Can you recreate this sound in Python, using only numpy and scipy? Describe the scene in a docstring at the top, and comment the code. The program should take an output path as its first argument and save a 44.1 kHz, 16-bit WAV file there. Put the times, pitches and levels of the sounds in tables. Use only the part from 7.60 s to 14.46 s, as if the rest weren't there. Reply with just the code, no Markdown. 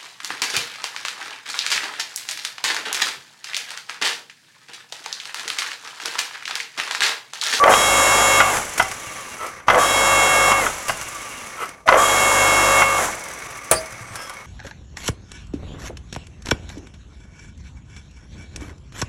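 """Electric log splitter in a workshop

An induction motor runs an eleven-tooth gear pump three times, with tones locked to shaft and teeth.
Filtered noise gives the oil's hiss and the rattle; each run ends in a coast with a ticking bearing.
Decaying modes make the knocks of the steel frame and the lever snapping back near the end.
Sliding steel scrapes and squeals, and crowded shelves return a short echo of the blows."""
import sys
import numpy as np
from scipy import signal
from scipy.fft import rfft, irfft
from scipy.io import wavfile
from scipy.ndimage import uniform_filter1d

SR = 44100
rng = np.random.default_rng(int(sys.argv[2]) if len(sys.argv) > 2 else 0)


def wav_record(signal):
    """Record a signal, one row per channel, as 16-bit PCM in the file named by sys.argv[1]."""
    frames = np.transpose(np.atleast_2d(signal))
    bounded = np.clip(frames, -1, 1)
    # unit amplitude maps onto the largest positive 16-bit level
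    quanta = np.round(bounded * 32767).astype(np.int16)
    wavfile.write(sys.argv[1], SR, quanta)


N = 302526
T = np.arange(N) / SR  # time [s]

# runs: (power on [s], pressure lets go [s], power off [s], return flow ends [s], shaft comes to rest [s],
#        hiss [dB], whine [dB], tooth ring [dB], start [dB], rattle [dB]), levels as offsets
RUNS = [(-.018, 0.798, 0.9, 1.73, 1.95, 0.8, 0.5, 2.5, 2.5, 1),
        (2.066, 2.918, 2.995, 3.88, 4.1, -2.1, 0.5, 0.5, -3, -1),
        (4.257, 5.215, 5.385, 5.45, 6.86, -0.7, 0.05, -0.5, -0.5, 0.5)]
# modes of the steel frame: (frequency [Hz], relative level [dB], t60 [s])
FRAME_MODES = [(503, -11, 0.21), (665, -1.5, 0.18), (774, 1.5, 0.29), (1140, -2.5, 0.34), (1306, 7, 0.12),
               (1470, 6, 0.11), (1580, -3, 0.067), (2034, 15.5, 0.038), (2100, -6, 0.066), (2814, -5, .06),
               (3174, 1.5, 0.077)]
TEETH, MAINS_HZ = 11, 50
# after power on the pump draws oil at PRIME_S; after power off it delivers until SPILL_S
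PRIME_S, SPILL_S = 0.11, 0.066


def undb(db):
    """Level in decibels to amplitude ratio."""
    return 10 ** (np.asarray(db) / 20)


def unit(x):
    """Normalisation to an rms of 1."""
    return x / np.sqrt(np.mean(x ** 2))


def noise():
    """White noise: equal power density at all frequencies."""
    return rng.standard_normal(N)


def walk(rate):
    """Smoothed random steps, rate per second: a drift of rms 1."""
    step = int(SR / rate)
    steps = np.repeat(rng.standard_normal(N // step + 1), step)
    return unit(uniform_filter1d(steps, step)[:N])


def colour(x, points, peaks=()):
    """Minimum-phase filter of unit energy through (Hz, dB) points, plus (Hz, width Hz, dB) resonances."""
    size = 2 ** 12
    f = np.maximum(np.arange(size // 2 + 1) * SR / size, 1)
    hz, level = np.transpose(points)
    level = np.interp(np.log(f), np.log(hz), level)
    for centre, width, gain_db in peaks:
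        level = level + gain_db / (1 + (2 * (f - centre) / width) ** 2)
    # folding the cepstrum onto positive time makes the response causal
    cepstrum = irfft(np.log(undb(level)))[:size // 2]
    cepstrum[1:] *= 2
    response = irfft(np.exp(rfft(cepstrum, size)))
    return signal.fftconvolve(x, response / np.linalg.norm(response))[:N]


def envelope(start, end, attack_s, release_s):
    """First-order charge and discharge: exponential approach from start, exponential release after end."""
    attack = 1 - np.exp(-np.maximum(T - start, 0) / attack_s)
    return attack * np.exp(-np.maximum(T - end, 0) / release_s)


def decay(s, t60):
    """Exponential damping after a jump at s, falling 60 dB in t60."""
    return (T >= s) * np.exp(-np.log(1000) * np.clip((T - s) / t60, 0, 2))


def impulses(rows):
    """Ideal impact: a force one sample long for each (s, dB) blow."""
    return sum(undb(db) * np.diff(T >= s, prepend=0) for s, db, *_ in rows)


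def bursts(rows):
    """Random micro-impacts: a decaying shower of noise for each (s, dB, t60) blow."""
    return noise() * sum(undb(db) * decay(s, t60) for s, db, t60 in rows)


def ring(modes):
    """Modal superposition: impulse response of slightly mistuned damped modes, of unit energy."""
    t = T[:SR // 2]
    response = 0
    for hz, db, t60 in modes:
        mistuning = 1 + .002 * rng.standard_normal()
        response = response + undb(db - 60 * t / t60) * np.sin(2 * np.pi * hz * t * mistuning)
    return response / np.linalg.norm(response)


def tones(turns, orders, waver_db):
    """Order locking: sines at multiples of a rotation, each wavering in level."""
    total = 0
    for order, db in orders:
        level = undb(db + waver_db * walk(14))
        total = total + level * np.sin(2 * np.pi * (order * turns + rng.random()))
    return total


def surface(turns, locked, count):
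    """Cyclic roughness that recurs every turn (power share locked), mixed with fresh turbulence."""
    bumps = np.interp(turns % 1 * count, np.arange(count), rng.standard_normal(count))
    return np.sqrt(locked) * unit(bumps) + np.sqrt(1 - locked) * noise()


def shaft_speed():
    """Rotor dynamics as a share of full speed: the motor spins up, oil brakes it at power off, it coasts."""
    coast_share, coast_s = .596, .83  # share of speed left after braking, time constant of coasting
    spin_up_s, brake_s, rest_s = .06, .09, .07
    speed = 0
    for on, _, off, _, rest, *_ in RUNS:
        idle = np.maximum(T - off, 0)
        braked = coast_share + (1 - coast_share) * np.exp(-(idle / brake_s) ** 3)
        coasting = np.exp(-idle / coast_s - np.maximum(T - rest, 0) / rest_s)
        speed = speed + np.tanh(np.maximum(T - on, 0) / spin_up_s) * braked * coasting
    return speed


def pressure(on, release, bleed_s=.015):
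    """Hydraulic load of one run: oil pressure builds quickly, creeps up to about 1, then lets go."""
    rise_s, creep_db_per_s = 0.15, 3.5
    creep = undb(creep_db_per_s * np.minimum(T - release, 0))
    return envelope(on + PRIME_S, release, rise_s, bleed_s) * creep


def tone_load():
    """Slow unloading: the pressure of all runs as the tones follow it, bled off over 0.1 s."""
    return sum(pressure(on, release, bleed_s=.1) for on, release, *_ in RUNS)


def return_flow():
    """Displaced oil flows back from the end of delivery until the ram is home."""
    return sum(envelope(off + SPILL_S, home, 0.018, 0.098) for _, _, off, home, *_ in RUNS)


def shelf_echo(impacts):
    """Diffuse reflection: crowded shelves answer the blows with a short decaying noise response."""
    points = [(100, 7.5), (1000, -7.0), (5000, -2.0), (16000, -16)]
    shelves = colour(noise() * decay(0.004, 0.35), points)[:SR // 2]
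    return undb(-12.5) * signal.fftconvolve(impacts, shelves / np.linalg.norm(shelves))[:N]


def swell(s, spread):
    """Gaussian rise and fall of a contact about its moment s."""
    return np.exp(-.5 * ((T - s) / spread) ** 2)


def squeal(hz, width):
    """Friction tone: a sine of rms 0.7 times root 2, its frequency jittering by the share width."""
    return np.sqrt(2) * np.sin(2 * np.pi * np.cumsum(hz * (1 + width * walk(900))) / SR)


def friction():
    """Stick-slip: sliding steel rings the frame and squeals; the lever spring squeaks."""
    # sliding steel, and the handle rattling in the 5260 Hz and 8300 Hz rows: (centre [s], spread [s], level
    # [dB], squeal [Hz], squeal relative to grit [dB])
    scrapes = [(1.842, 0.032, -26.5, 1319, -5), (4.023, 0.027, -23.5, 1316, -10.5),
               (6.605, 0.038, -42, 1620, 1.5), (6.62, 0.044, -47, 5260, 4), (6.52, 0.064, -49, 8300, -2),
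               (6.644, 0.076, -45.5, 3280, -4)]
    # squeaks of the lever spring: (centre [s], spread [s], level [dB], frequency [Hz])
    squeaks = [(6.134, 0.0093, -20, 8660), (6.174, 0.015, -29, 4780), (6.168, 0.0097, -30.5, 9550)]
    # colour of the scrape: (frequency [Hz], relative density [dB])
    scrape_colour = [(100, -36), (250, -9.5), (470, -1.5), (900, -2), (1330, 6), (1650, -13), (2150, -5.5),
                     (2900, -8), (3600, -20), (9800, -17.5), (13500, -26), (16000, -40)]
    slips = unit(noise() * undb(2 * walk(250)))
    grit = undb(-3) * colour(slips, scrape_colour)
    grit = grit + undb(-12.5) * signal.fftconvolve(slips, ring(FRAME_MODES))[:N]
    total = 0
    for s, spread, db, hz, relative_db in scrapes:
        slide = grit + undb(relative_db) * squeal(hz, 0.0218)
        total = total + undb(db) * swell(s, spread) * slide
    for s, spread, db, hz in squeaks:
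        total = total + undb(db) * swell(s, spread) * squeal(hz, 0.04)
    return total


def lever(s):
    """Impact excitation: the lever hits its stop with a bright crack, rings its modes and clatters out."""
    # modes of the lever: (frequency [Hz], relative level [dB], t60 [s])
    lever_modes = [(642, 8, 0.19), (580, -3, 0.15), (780, -7, 0.24), (1173, -7, 0.3), (1270, -13, 0.11),
                   (5130, -18, 0.24), (8695, -12, .09), (9000, -12, .09), (9700, -7, .06), (9500, 7, .06)]
    # colour of the clatter: (frequency [Hz], relative density [dB])
    clatter_colour = [(29, -64), (50, -16), (96, -17), (160, -15.5), (240, -27), (340, -13.5), (532, -8.5),
                      (645, -19), (727, -12), (2100, -14.5), (3840, -28.5), (6860, -29), (8730, -32),
                      (11400, -40), (14800, -35), (16000, -46)]
    crack_colour = [(1000, -19), (7000, -2.5), (10100, 6.5), (12000, -5), (16000, -2)]
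    crack = colour(bursts([(s, -4, .04)]), crack_colour, [(10277, 500, 7.3)])
    clatter = colour(bursts([(s, -11, .13)]), clatter_colour)
    return crack + clatter + signal.fftconvolve(impulses([(s, 15)]), ring(lever_modes))[:N]


def blows():
    """Modal response to impact: knocks ring the frame and loose parts, clicks stay bright, thuds rock the stand."""
    # knocks of the frame: (time [s], level [dB], t60 [s])
    knocks = [(.039, -3, 0.023), (.079, -10, 0.05), (.12, -9.5, .03), (.138, -6, 0.054), (.803, -4, 0.055),
              (.812, -14, .06), (.969, -19, 0.062), (1.197, -6.5, 0.076), (1.314, -29, 0.076),
              (2.001, -38, 0.15), (2.083, -4.5, 0.055), (2.1, -5, 0.049), (2.145, -10, 0.025),
              (2.918, -9, 0.069), (3.065, -15, 0.048), (3.295, -12.5, 0.067), (3.413, -31, 0.086),
              (4.277, -9.5, 0.075), (4.288, -2, 0.037), (4.325, -9, 0.03), (4.342, -12, 0.032),
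              (5.219, -7, 0.075), (6.696, -30, 0.067)]
    # light metal clicks of valve and handle: (time [s], level [dB], t60 [s])
    clicks = [(.97, -20.5, 0.033), (1.178, -17.5, 0.12), (1.225, -22, 0.035), (1.314, -24.5, 0.053),
              (1.866, -30, .04), (3.282, -20.5, 0.16), (3.413, -24.5, .04), (4.057, -33, 0.032),
              (4.091, -28.5, 0.018), (6.259, -34, 0.055), (6.323, -33, 0.044), (6.556, -26.5, 0.07),
              (6.615, -37, 0.29), (6.696, -28, 0.028), (6.737, -36, 0.038)]
    # soft thuds as the machine settles: (time [s], level [dB])
    thuds = [(1.209, -39), (1.47, -36), (3.32, -34), (6.124, -36), (6.325, -34), (6.409, -30), (6.508, -31)]
    # colours of loose parts and of clicks: (frequency [Hz], relative density [dB])
    knock_colour = [(35, -71), (60, -59), (491, -9.5), (731, 1), (1410, 2), (2040, -12), (2400, -7.5),
                    (3040, -9.5), (3930, -27.5), (6120, -19.5), (7550, -47), (10700, -33), (16000, -51)]
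    click_colour = [(300, 1), (1300, 5.5), (2500, 5.5), (4000, -3.5), (5500, 6), (7500, 0.5), (10000, 3),
                    (12500, -6.5), (16000, -25)]
    chatter = bursts(knocks)
    push = undb(16.5) * impulses(knocks) + undb(-9.5) * chatter
    frame = signal.fftconvolve(push, ring(FRAME_MODES))[:N]
    loose_parts = undb(-1.5) * colour(chatter, knock_colour)
    bright = colour(bursts(clicks), click_colour)
    stand_modes = [(117.4, -4, 0.26), (154, -2, 0.069)]
    stand = undb(20.5) * signal.fftconvolve(impulses(thuds), ring(stand_modes))[:N]
    return frame + loose_parts + bright + stand


def bearing(turns, speed):
    """Periodic contact: a rough spot brushes past once a turn, unevenly, and fades as the shaft slows."""
    # one moment in each run at which the rough spot passes: (time [s])
    ticks_s = [1.606, 3.616, 5.906]
    points = [(1000, -8), (2700, -1), (4500, -6), (6000, 7.5), (7500, 7.5), (10500, 4), (15000, -12)]
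    run = np.searchsorted([on for on, *_ in RUNS], T).clip(1) - 1
    angle = (turns - np.interp(ticks_s, T, turns)[run] + 0.023) % 1  # turns since the spot passed
    brush = np.exp(-angle / .12) - np.exp(-angle / .03)
    force = undb(-26.5 + 1.3 * walk(11)) * np.minimum(speed / 0.49, 1) ** 1.3
    return colour(noise() * brush, points) * force


def valve(teeth):
    """Resonance: tooth tones sliding past the valve's two resonances ring it while oil flows back."""
    # resonances of the valve: (frequency [Hz], width [Hz], gain [dB])
    valve_peaks = [(2760, 100, 20.7), (1170, 70, 20)]
    points = [(400, -12), (1000, 0), (3000, -8), (5000, -16)]
    drive = undb(-9) * (teeth + noise())
    return undb(-42) * colour(drive, points, valve_peaks) * return_flow()


def whirr(turns, speed, teeth):
    """Rolling contact through fixed housing resonances; level follows a power of shaft speed."""
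    # colour of rolling: (frequency [Hz], relative density [dB])
    rolling_colour = [(28, -39), (48, -6), (75, -11), (118, -9), (200, -12.5), (400, -12), (520, -10.5),
                      (1400, -9), (2250, -8.5), (3000, -18.5), (4400, -20.5), (7000, -18.5), (10400, -23.5),
                      (15000, -36)]
    # resonances of the pump housing: (frequency [Hz], width [Hz], gain [dB])
    housing_peaks = [(533, 21, 6), (1167, 76, 10), (2207, 84, 8.5), (5980, 540, 10), (10650, 890, 7)]
    rolling = surface(turns, locked=0.34, count=2400) * undb(1.8 * walk(150))
    rolling = rolling + undb(-12.5) * teeth
    return colour(rolling, rolling_colour, housing_peaks) * undb(-30) * speed ** 0.72


def groan(turns):
    """Torque modulation: labouring gears growl in the frame, pulsing at twice the mains frequency."""
    # colour of the growl: (frequency [Hz], relative density [dB])
    growl_colour = [(80, -28), (300, -14), (430, -6), (520, 6), (680, -0.5), (900, -4.5), (1500, -5.5),
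                    (2200, -17), (4000, -37)]
    effort = 0
    for on, *_, start_db, _ in RUNS:
        effort = effort + undb(start_db) * envelope(on + 0.028, on + 0.12, 0.039, 0.029)
    pulse = unit(1 + .5 * np.cos(2 * np.pi * 2 * MAINS_HZ * T))
    growl = surface(turns, locked=0.41, count=500) * pulse
    return undb(-17) * effort * colour(growl, growl_colour)


def rattle(turns, speed):
    """Structure-borne noise: the gears shake the frame, harder at start, under load and while braking."""
    # colour of the rattle: (frequency [Hz], relative density [dB])
    rattle_colour = [(30, -49), (70, -30), (130, -16), (220, -7.5), (370, -5.5), (520, 1), (850, 3),
                     (1200, 0.5), (1650, -1), (2100, -9), (2800, -15.5), (4000, -41), (6000, -47.5)]
    free_db, load_db, start_db, brake_db = -26, -24.5, -22.5, -27.5
    shaking = undb(free_db) * speed ** 2.33
    for on, release, off, *_, rattle_db in RUNS:
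        starting = envelope(on + 0.02, on + 0.11, .06, 0.036)
        loaded = envelope(on + PRIME_S, release, 0.006, 0.0046)
        braking = envelope(off - .025, off + .07, 0.051, 0.042)
        load = .65 * pressure(on, release) + .3 * loaded
        shaking = shaking + undb(start_db) * starting
        shaking = shaking + undb(rattle_db) * (undb(load_db) * load + undb(brake_db) * braking)
    wobble = unit(undb(0.59 * walk(110)))
    return colour(surface(turns, locked=0.12, count=700) * wobble, rattle_colour) * shaking


def oil(turns, speed):
    """Flow noise: turbulent oil hisses, squirting once a tooth, and sizzles past worn teeth."""
    # colours of hiss and sizzle: (frequency [Hz], relative density [dB])
    hiss_colour = [(1500, -3), (2900, 3), (3400, 1.5), (4400, -4), (5300, -2), (7100, -0.5), (8700, -7.5),
                   (10300, 2), (11700, -15), (13400, -15), (14400, -17), (16000, -20)]
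    sizzle_colour = [(3000, -16.5), (5000, -16), (5600, -2), (7100, 5.5), (7850, 4), (8500, -2.5),
                     (9900, -1), (11600, -0.5), (13400, -19), (14400, -8), (15000, -21), (16000, -17)]
    free_db, load_db, brake_db, return_db, coast_db = -31.5, -31.5, -35, -39.5, -44  # relative levels
    flow = undb(coast_db) * speed ** 2.1 + undb(return_db) * return_flow()
    for on, release, off, _, _, hiss_db, *_ in RUNS:
        pumping = envelope(on + PRIME_S, off + SPILL_S, 0.006, 0.025)
        loaded = envelope(on + PRIME_S, release, 0.006, 0.0046)
        braking = envelope(off - .025, off + .07, 0.051, 0.042)
        flow = flow + undb(hiss_db) * (undb(free_db) * pumping + undb(load_db) * loaded)
        flow = flow + undb(brake_db) * braking
    squirt = unit(1 + 0.32 * np.cos(2 * np.pi * TEETH * turns))
    hiss = colour(noise() * squirt, hiss_colour)
    sizzle = colour(surface(turns, locked=0.82, count=887), sizzle_colour)
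    return undb(-2.5) * (hiss + sizzle) * flow


def motor(turns):
    """Electromagnetic force: the motor buzzes at mains harmonics, then sings at multiples of shaft rate."""
    # buzz of the starting current: (multiple of mains frequency, relative level [dB])
    buzz_orders = [(10, -5.5), (11, -4), (13, -5.5), (15, -4), (23, -1), (24, -7.5), (32, -18)]
    # motor tones and hum: (multiple of shaft rate, relative level [dB])
    slot_orders = [(13, -24), (15, -11), (20, -12), (21, -33), (23, 0), (24, 2.5), (25, -11), (26, -6.5),
                   (29, -26)]
    hum_orders = [(1, -2.5), (2, -4), (3, -8), (4, -13), (6, -7)]
    inrush_s = 0.18  # the starting current flows this long
    load = tone_load()
    buzz, slots, hum = 0, undb(-30.5) * load, undb(-39.5) * load
    for on, _, off, *_ in RUNS:
        buzz = buzz + undb(-19) * envelope(on, on + PRIME_S, .055, .04)
        slots = slots + undb(-28) * envelope(on + PRIME_S, off, 0.086, 0.028)
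        slots = slots + undb(-19.5) * envelope(on + 0.067, on + inrush_s, 0.034, 0.013)
        hum = hum + undb(-40.5) * envelope(on, off + SPILL_S, 0.086, 0.077)
    buzzing = buzz * tones(MAINS_HZ * T, buzz_orders, waver_db=5.0)
    singing = slots * tones(turns + 0.00077 * walk(40), slot_orders, waver_db=2.0)
    return buzzing + singing + hum * tones(turns, hum_orders, waver_db=1.6)


def pump_whine(turns):
    """Gear meshing: harmonics of the tooth rate, raised by load, their phase rippled by motor torque."""
    # pump tones: (multiple of tooth rate, relative level [dB], added by full pressure [dB])
    gear_orders = [(1, -3.5, 4), (2, -1, 3.5), (3, -4, 7), (4, 2, 6.5), (5, -7, 12.5)]
    # ring of the meeting teeth: (multiple of tooth rate, relative level [dB])
    mesh_orders = [(6, 0.5), (7, -4.5), (8, -14), (9, -11.5), (10, -4), (11, -10), (12, -4), (13, 1),
                   (14, -10), (15, -6), (17, -15), (18, -12), (19, -15), (20, -14), (21, -21), (26, -22)]
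    # teeth ringing out as the pump takes up the oil: (multiple of tooth rate, level [dB])
    flare_orders = [(3, -30), (6, -27), (7, -38)]
    whine_level_db, tooth_free_db, tooth_load_db = -28, -37.5, -32
    gear = tooth = flare = 0
    for on, release, off, _, _, _, whine_db, tooth_db, *_ in RUNS:
        start = on + PRIME_S
        gear = gear + undb(whine_level_db + whine_db) * envelope(start, off, 0.071, 0.051)
        meeting = undb(tooth_free_db) * envelope(start, off, 0.086, 0.028)
        meeting = meeting + undb(tooth_load_db) * envelope(start, release, 0.024, .01)
        tooth = tooth + undb(tooth_db) * meeting
        flare = flare + undb(tooth_db) * envelope(start, on + .25, .06, .06)
    mesh = TEETH * turns + 0.0037 * walk(120)
    ripple = .012 * np.sin(2 * np.pi * 2 * MAINS_HZ * T)
    load = tone_load()
    loaded_orders = [(order, db + rise_db * load) for order, db, rise_db in gear_orders]
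    whine = gear * tones(mesh, loaded_orders, waver_db=1.55)
    meshing = tooth * tones(mesh + ripple, mesh_orders, waver_db=1.2)
    return whine + meshing + flare * tones(mesh + .03 * walk(90), flare_orders, waver_db=2.5)


def scene():
    """Superposition: one shaft rotation drives the running sounds; blows, friction and echo add to them."""
    speed = shaft_speed()
    full_speed = 49.7  # turns per second
    turns = np.cumsum(full_speed * speed * (1 + .0003 * walk(12))) / SR
    teeth = unit(tones(TEETH * turns, [(order, 0) for order in range(2, 24)], waver_db=4))
    impacts = blows() + lever(6.1128)
    running = bearing(turns, speed) + valve(teeth) + whirr(turns, speed, teeth) + groan(turns)
    running = running + rattle(turns, speed) + oil(turns, speed) + motor(turns) + pump_whine(turns)
    return (shelf_echo(impacts) + friction() + impacts + running)[None]


def record(dry):
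    """Soft saturation rounds off the highest peaks; an elliptic low-pass cuts the top."""
    top_hz = 15900
    rounded = dry / (1 + dry ** 6) ** (1 / 6)
    return signal.sosfilt(signal.ellip(10, .2, 80, top_hz, fs=SR, output="sos"), rounded)


dry = scene()
out = record(dry)
wav_record(out)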